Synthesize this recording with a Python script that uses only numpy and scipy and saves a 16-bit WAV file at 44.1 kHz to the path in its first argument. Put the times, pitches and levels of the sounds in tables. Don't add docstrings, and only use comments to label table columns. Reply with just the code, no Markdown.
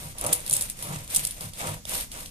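import sys
import numpy as np
from scipy import signal
from scipy.fft import rfft, irfft
from scipy.io import wavfile
from scipy.ndimage import uniform_filter1d

SR = 44100
rng = np.random.default_rng(int(sys.argv[2]) if len(sys.argv) > 2 else 0)


def rack_gain(trim_db):
    fader = np.asarray(trim_db, float)
    return 10 ** (fader / 20)


def master_out(mix):
    frames = np.transpose(np.atleast_2d(mix))
    ceiling = np.clip(frames, -1, 1)
    pcm = np.round(ceiling * 32767).astype(np.int16)
    wavfile.write(sys.argv[1], SR, pcm)


N = 101430
T = np.arange(N) / SR
ALIKE, BOARD_ALIKE, SNAP_ALIKE = 0.083, 0.68, 0.55


def colour(x, points):
    hz, db = np.array(points, float).T
    f = np.fft.rfftfreq(x.shape[-1], 1 / SR) + 1
    gain = rack_gain(np.interp(np.log(f), np.log(hz), db))
    return irfft(rfft(x) * gain, x.shape[-1])


def unit(x):
    return x / np.sqrt(np.mean(x ** 2))


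def pair(shape, alike):
    a = np.clip(alike, 0, 1)
    n = rng.standard_normal((3,) + shape)
    return np.sqrt(a) * n[0] + np.sqrt(1 - a) * n[1:]


def band(x, hz, width_hz):
    b, a = signal.iirpeak(min(hz, .45 * SR), hz / width_hz, fs=SR)
    return signal.lfilter(b, a, x)


def ring(x, modes):
    out = 0
    for k, (hz, db, t60) in enumerate(modes):
        out = out + (-1) ** k * rack_gain(db) * band(x, hz, 1.8 / max(t60, .001))
    return out


def kicks(per_s, spread_db):
    return (rng.random(N) < per_s / SR) * rack_gain(spread_db * rng.exponential(size=N))


# (start [s], fastest [s], end [s], rasp level [dB], board level [dB], counter level [dB])
SAW_STROKES = [(-.1, 0.023, 0.18, -42, -50, -41.5), (0.142, 0.273, 0.44, -40, -33.5, -39.5),
               (0.363, 0.542, 0.78, -37, -46.5, -43.5), (0.726, 0.887, 1.126, -41, -41.5, -37),
               (1.073, 1.147, 1.391, -35, -46.5, -44.5), (1.322, 1.423, 1.54, -41.5, -46.5, -41.5),
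               (1.525, 1.648, 1.8164, -36.5, -35.5, -35.5), (1.851, 1.932, 2.103, -32, -42, -49),
               (2.088, 2.165, 2.335, -42.5, -46, -61)]


def swell(level_db, point, late_s=0.):
    out = 0
    for (start, fastest, end, *_), db in zip(SAW_STROKES, level_db):
        speed = np.sin(np.pi / 2 * np.interp(T - late_s, [start, fastest, end], [0, 1, 0]))
        out = out + rack_gain(db) * speed ** point
    return out


# (frequency [Hz], relative density [dB per Hz])
KITCHEN_SPECTRUM = [(12, -31), (20, 6.5), (194, -7.5), (611, -32), (2270, -30), (3920, -28), (6780, -23.5),
                    (13800, -33.5)]
KITCHEN_DB = -43.5


def kitchen():
    return rack_gain(KITCHEN_DB) * unit(colour(rng.standard_normal((2, N)), KITCHEN_SPECTRUM))


RASP_POINT = 1.49
CRUMB_DB = -1
GRAINS_PER_S, GRAIN_SPREAD_DB, CRUMB_SPREAD_DB = 13000, 1.5, 2.6
FLAKES_PER_S, FLAKE_SPREAD_DB, FLAKE_DECAY_S, FLAKE_DB = 260, 4.2, 0.0011, -5
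FLICKER_PER_S, FLICKER_DB = 60, 2.5
# (frequency [Hz], relative density [dB per Hz])
CRUST_SPECTRUM = [(900, -35), (1500, -13), (3700, -8.5), (4500, -8.5), (7300, -11.5), (9100, 2),
                  (10300, -8), (12200, -2.5), (14000, -22.5)]
# (frequency [Hz], relative density [dB per Hz])
CRUMB_SPECTRUM = [(590, -1), (1000, -5.5), (1450, -8.5), (2240, -1), (3860, -5.5), (4400, -11),
                  (7000, -3.5), (9100, -2), (15400, -120)]


def rasp():
    hold = int(SR / FLICKER_PER_S)
    flicker = rng.standard_normal((2, N // 200)).repeat(hold, axis=1)[:, :N]
    bite = rack_gain(FLICKER_DB * uniform_filter1d(flicker, hold // 2))
    crust_grains = kicks(GRAINS_PER_S, GRAIN_SPREAD_DB) * pair((N,), ALIKE)
    crumb_grains = kicks(GRAINS_PER_S, CRUMB_SPREAD_DB) * pair((N,), ALIKE)
    flake_decay = [1, -np.exp(-1 / (FLAKE_DECAY_S * SR))]
    flakes = signal.lfilter([1], flake_decay, kicks(FLAKES_PER_S, FLAKE_SPREAD_DB)) * pair((N,), ALIKE)
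    crust = unit(colour(crust_grains, CRUST_SPECTRUM))
    crust = crust + rack_gain(FLAKE_DB) * unit(colour(flakes, CRUST_SPECTRUM))
    crumb = unit(colour(crumb_grains, CRUMB_SPECTRUM))
    rasp_db, board_db = np.array(SAW_STROKES).T[3:5]
    crust_load = bite[0] * swell(rasp_db, RASP_POINT)
    crumb_load = np.sqrt(bite[0]) * bite[1] * swell((rasp_db + board_db) / 2 + CRUMB_DB, RASP_POINT)
    return crust_load * crust + crumb_load * crumb


TEETH_PER_S, TOOTH_SPREAD_DB = 140, 5.5
BOARD_POINT, COUNTER_LATE_S = 4.27, 0.015
DRAG_POINT, BOARD_DRAG_DB = 0.17, -18.5
# (frequency [Hz], level [dB], nominal t60 [s])
BOARD_MODES = [(293, -7.5, 0.029), (455, -6, 0.043), (506.5, 0.5, 0.061), (602, -0.5, 0.041),
               (701, -4, 0.033), (781.5, -3, 0.048), (943.5, 0, 0.037), (1050, -3, 0.016),
               (1195, -5, 0.008)]
# (frequency [Hz], level [dB], nominal t60 [s])
COUNTER_MODES = [(101, 3, 0.19), (146.6, 3, 0.15), (187.3, -6.5, 0.048)]


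def board():
    pace = rng.gamma(6, 1 / 6, N // 64 + 1).repeat(64)[:N]
    phase = np.cumsum(TEETH_PER_S / SR * pace)
    teeth = np.diff(np.floor(phase), prepend=0) * rack_gain(TOOTH_SPREAD_DB * rng.standard_normal(N))
    jolts = 0.72 * unit(teeth) + pair((N,), BOARD_ALIKE)

    def rung(push, modes):
        return ring(jolts * push, modes) / np.sqrt(np.mean(ring(jolts, modes) ** 2))

    board_db, counter_db = np.array(SAW_STROKES).T[4:6]
    load = swell(board_db, BOARD_POINT) + swell(board_db + BOARD_DRAG_DB, DRAG_POINT)
    thud = swell(counter_db, BOARD_POINT, COUNTER_LATE_S)
    return rung(load, BOARD_MODES) + rung(thud, COUNTER_MODES)


SNAP_HZ, SNAP_SCATTER, SNAP_WIDTH_HZ = 9230, 0.047, 1600
CRACK_HZ, CRACK_WIDTH_HZ, SNAP_ABOVE_HZ = 4080, 4200, 2660
SNAP_DECAY_S, SNAP_RISE_S = 0.0012, 0.0003
SNAP_DB, SNAP_BROAD_DB, SNAP_TAIL_DB, GRIT_DB = -2, -9, -12, 3.5
# (time [s], level before SNAP_DB [dB], deeper crack gain [dB], tail decay [s])
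FLAKE_SNAPS = [(0.025, -47, -12, 0.006), (0.183, -24.5, -10, 0.048), (0.2116, -17, -24, 0.006),
               (0.2395, -22, -21, 0.01), (0.2638, -15, -29, 0.0072), (0.267, -16.5, -30, 0.015),
               (0.3278, -9.5, -26, 0.0036), (0.3307, -7, -24, 0.0058), (0.3322, -12.5, -25, 0.024),
               (0.404, -30.5, -26, 0.009), (0.4632, -23.5, -7, 0.016), (0.478, -23, -14, 0.006),
               (0.4965, -12.5, -40, 0.004), (0.5096, -15.5, -29, 0.0095), (0.5208, -17.5, -28, 0.011),
               (0.5282, -10, -32, 0.0064), (0.5344, -11, -37, 0.0055), (0.5366, -11, -34, 0.04),
               (0.566, -13, -30, 0.0056), (0.61, -14, -30, 0.015), (0.622, -16, -32, 0.016),
               (0.699, -19.5, -43, 0.014), (0.8251, -22, -9, 0.045), (1.0457, -34, -22, 0.0027),
               (1.077, -31, -13, 0.004), (1.101, -28, -10, 0.0092), (1.141, -21.5, -23, 0.034),
               (1.1457, -21, -34, 0.014), (1.1477, -12, -18, 0.014), (1.161, -7.5, -36, 0.017),
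               (1.2501, -12, -15.5, 0.003), (1.269, -19, -31, 0.008), (1.2724, -19.5, -29, 0.0046),
               (1.309, -20.5, -13, 0.0079), (1.4082, -23.5, -7.5, 0.024), (1.5344, -31.5, -2, 0.043),
               (1.8527, -30, -8, 0.01), (1.8935, -20, -17, 0.0019), (2.0103, -29, -6, 0.007),
               (2.1162, -28, -3.5, 0.035), (2.259, -30.5, 0.5, 0.021)]


def snaps():
    size, count = 4096, len(FLAKE_SNAPS)
    out, t = np.zeros((2, N + size)), np.arange(size) / SR
    noise = pair((count, size), SNAP_ALIKE).swapaxes(0, 1) * np.minimum(t / SNAP_RISE_S, 1)
    grit = rack_gain(GRIT_DB * rng.standard_normal((count, size // 32))).repeat(32, axis=1)
    pitch_hz = SNAP_HZ * (1 + SNAP_SCATTER * rng.standard_normal(count))
    broad_gain = rack_gain(SNAP_BROAD_DB - max(db for _, db in CRUST_SPECTRUM))

    def voice(x, hz, crack_db):
        crack = rack_gain(crack_db) * band(x, CRACK_HZ, CRACK_WIDTH_HZ)
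        return band(x, hz, SNAP_WIDTH_HZ) + broad_gain * colour(x, CRUST_SPECTRUM) + crack

    for (s, db, crack_db, tail_s), n, g, hz in zip(FLAKE_SNAPS, noise, grit, pitch_hz):
        sharp = voice(n * np.exp(-t / SNAP_DECAY_S), hz, crack_db)
        tail = voice(n * g * np.exp(-t / max(tail_s, .001)), hz, crack_db)
        strength = np.sqrt(np.sum(sharp ** 2) / (SNAP_DECAY_S * SR))
        i = int(s * SR)
        out[:, i:i + size] += (sharp + rack_gain(SNAP_TAIL_DB) * tail) / strength * rack_gain(db + SNAP_DB)
    b, a = signal.butter(2, SNAP_ABOVE_HZ, "high", fs=SR)
    return signal.lfilter(b, a, out[:, :N])


CATCH_TIME_S, CATCH_DECAY_S, CATCH_PEAK_DB = 1.8535, 0.00034, -21
# (frequency [Hz], level [dB], nominal t60 [s])
CATCH_MODES = [(600, 4, .02), (3600, 2, .004), (6000, -3, .0015)]


def catch():
    burst = np.exp(-np.abs(T - CATCH_TIME_S) / CATCH_DECAY_S) * pair((N,), BOARD_ALIKE)
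    tick = ring(burst, CATCH_MODES)
    return rack_gain(CATCH_PEAK_DB) * tick / np.abs(tick).max()


LEFT_LATE_S, ALIKE_BELOW_HZ = 0.000281, 490
ROOM_T60_S, ROOM_DB = 0.16, -12


def space(x):
    t, tau = np.arange(int(.3 * SR)) / SR, ROOM_T60_S / np.log(1000)
    reply = rack_gain(ROOM_DB) * np.exp(-t / tau) * rng.standard_normal((2, len(t))) * np.sqrt(2 / (tau * SR))
    reply[:, 0] = 1
    y = signal.fftconvolve(x, reply, axes=1)[:, :N]
    b, a = signal.butter(1, ALIKE_BELOW_HZ, fs=SR)
    y = y + signal.filtfilt(b, a, y.mean(axis=0) - y) * .8
    delay = np.exp(-2j * np.pi * np.fft.rfftfreq(N, 1 / SR) * LEFT_LATE_S)
    return np.array([irfft(rfft(y[0]) * delay, N), y[1]])


def scene():
    return space(rasp() + board() + snaps() + catch() + kitchen())


def top_cut(x):
    return signal.sosfilt(signal.butter(12, 15360, fs=SR, output="sos"), x)


TOP_HZ = 14350
# (frequency [Hz], left minus right [dB])
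PORT_COLOUR = [(200, 1), (380, -2.5), (900, -0.5), (2500, 2), (8000, -3), (14000, 6.5)]


def record(dry):
    left = [(max(hz, 1), db / 2) for hz, db in PORT_COLOUR]
    right = [(hz, -db) for hz, db in left]
    ports = np.array([colour(dry[0], left), colour(dry[1], right)])
    lowpass = signal.ellip(7, 1, 38, TOP_HZ, fs=SR, output="sos")
    return top_cut(signal.sosfilt(lowpass, ports))


dry = scene()
out = record(dry)
master_out(out)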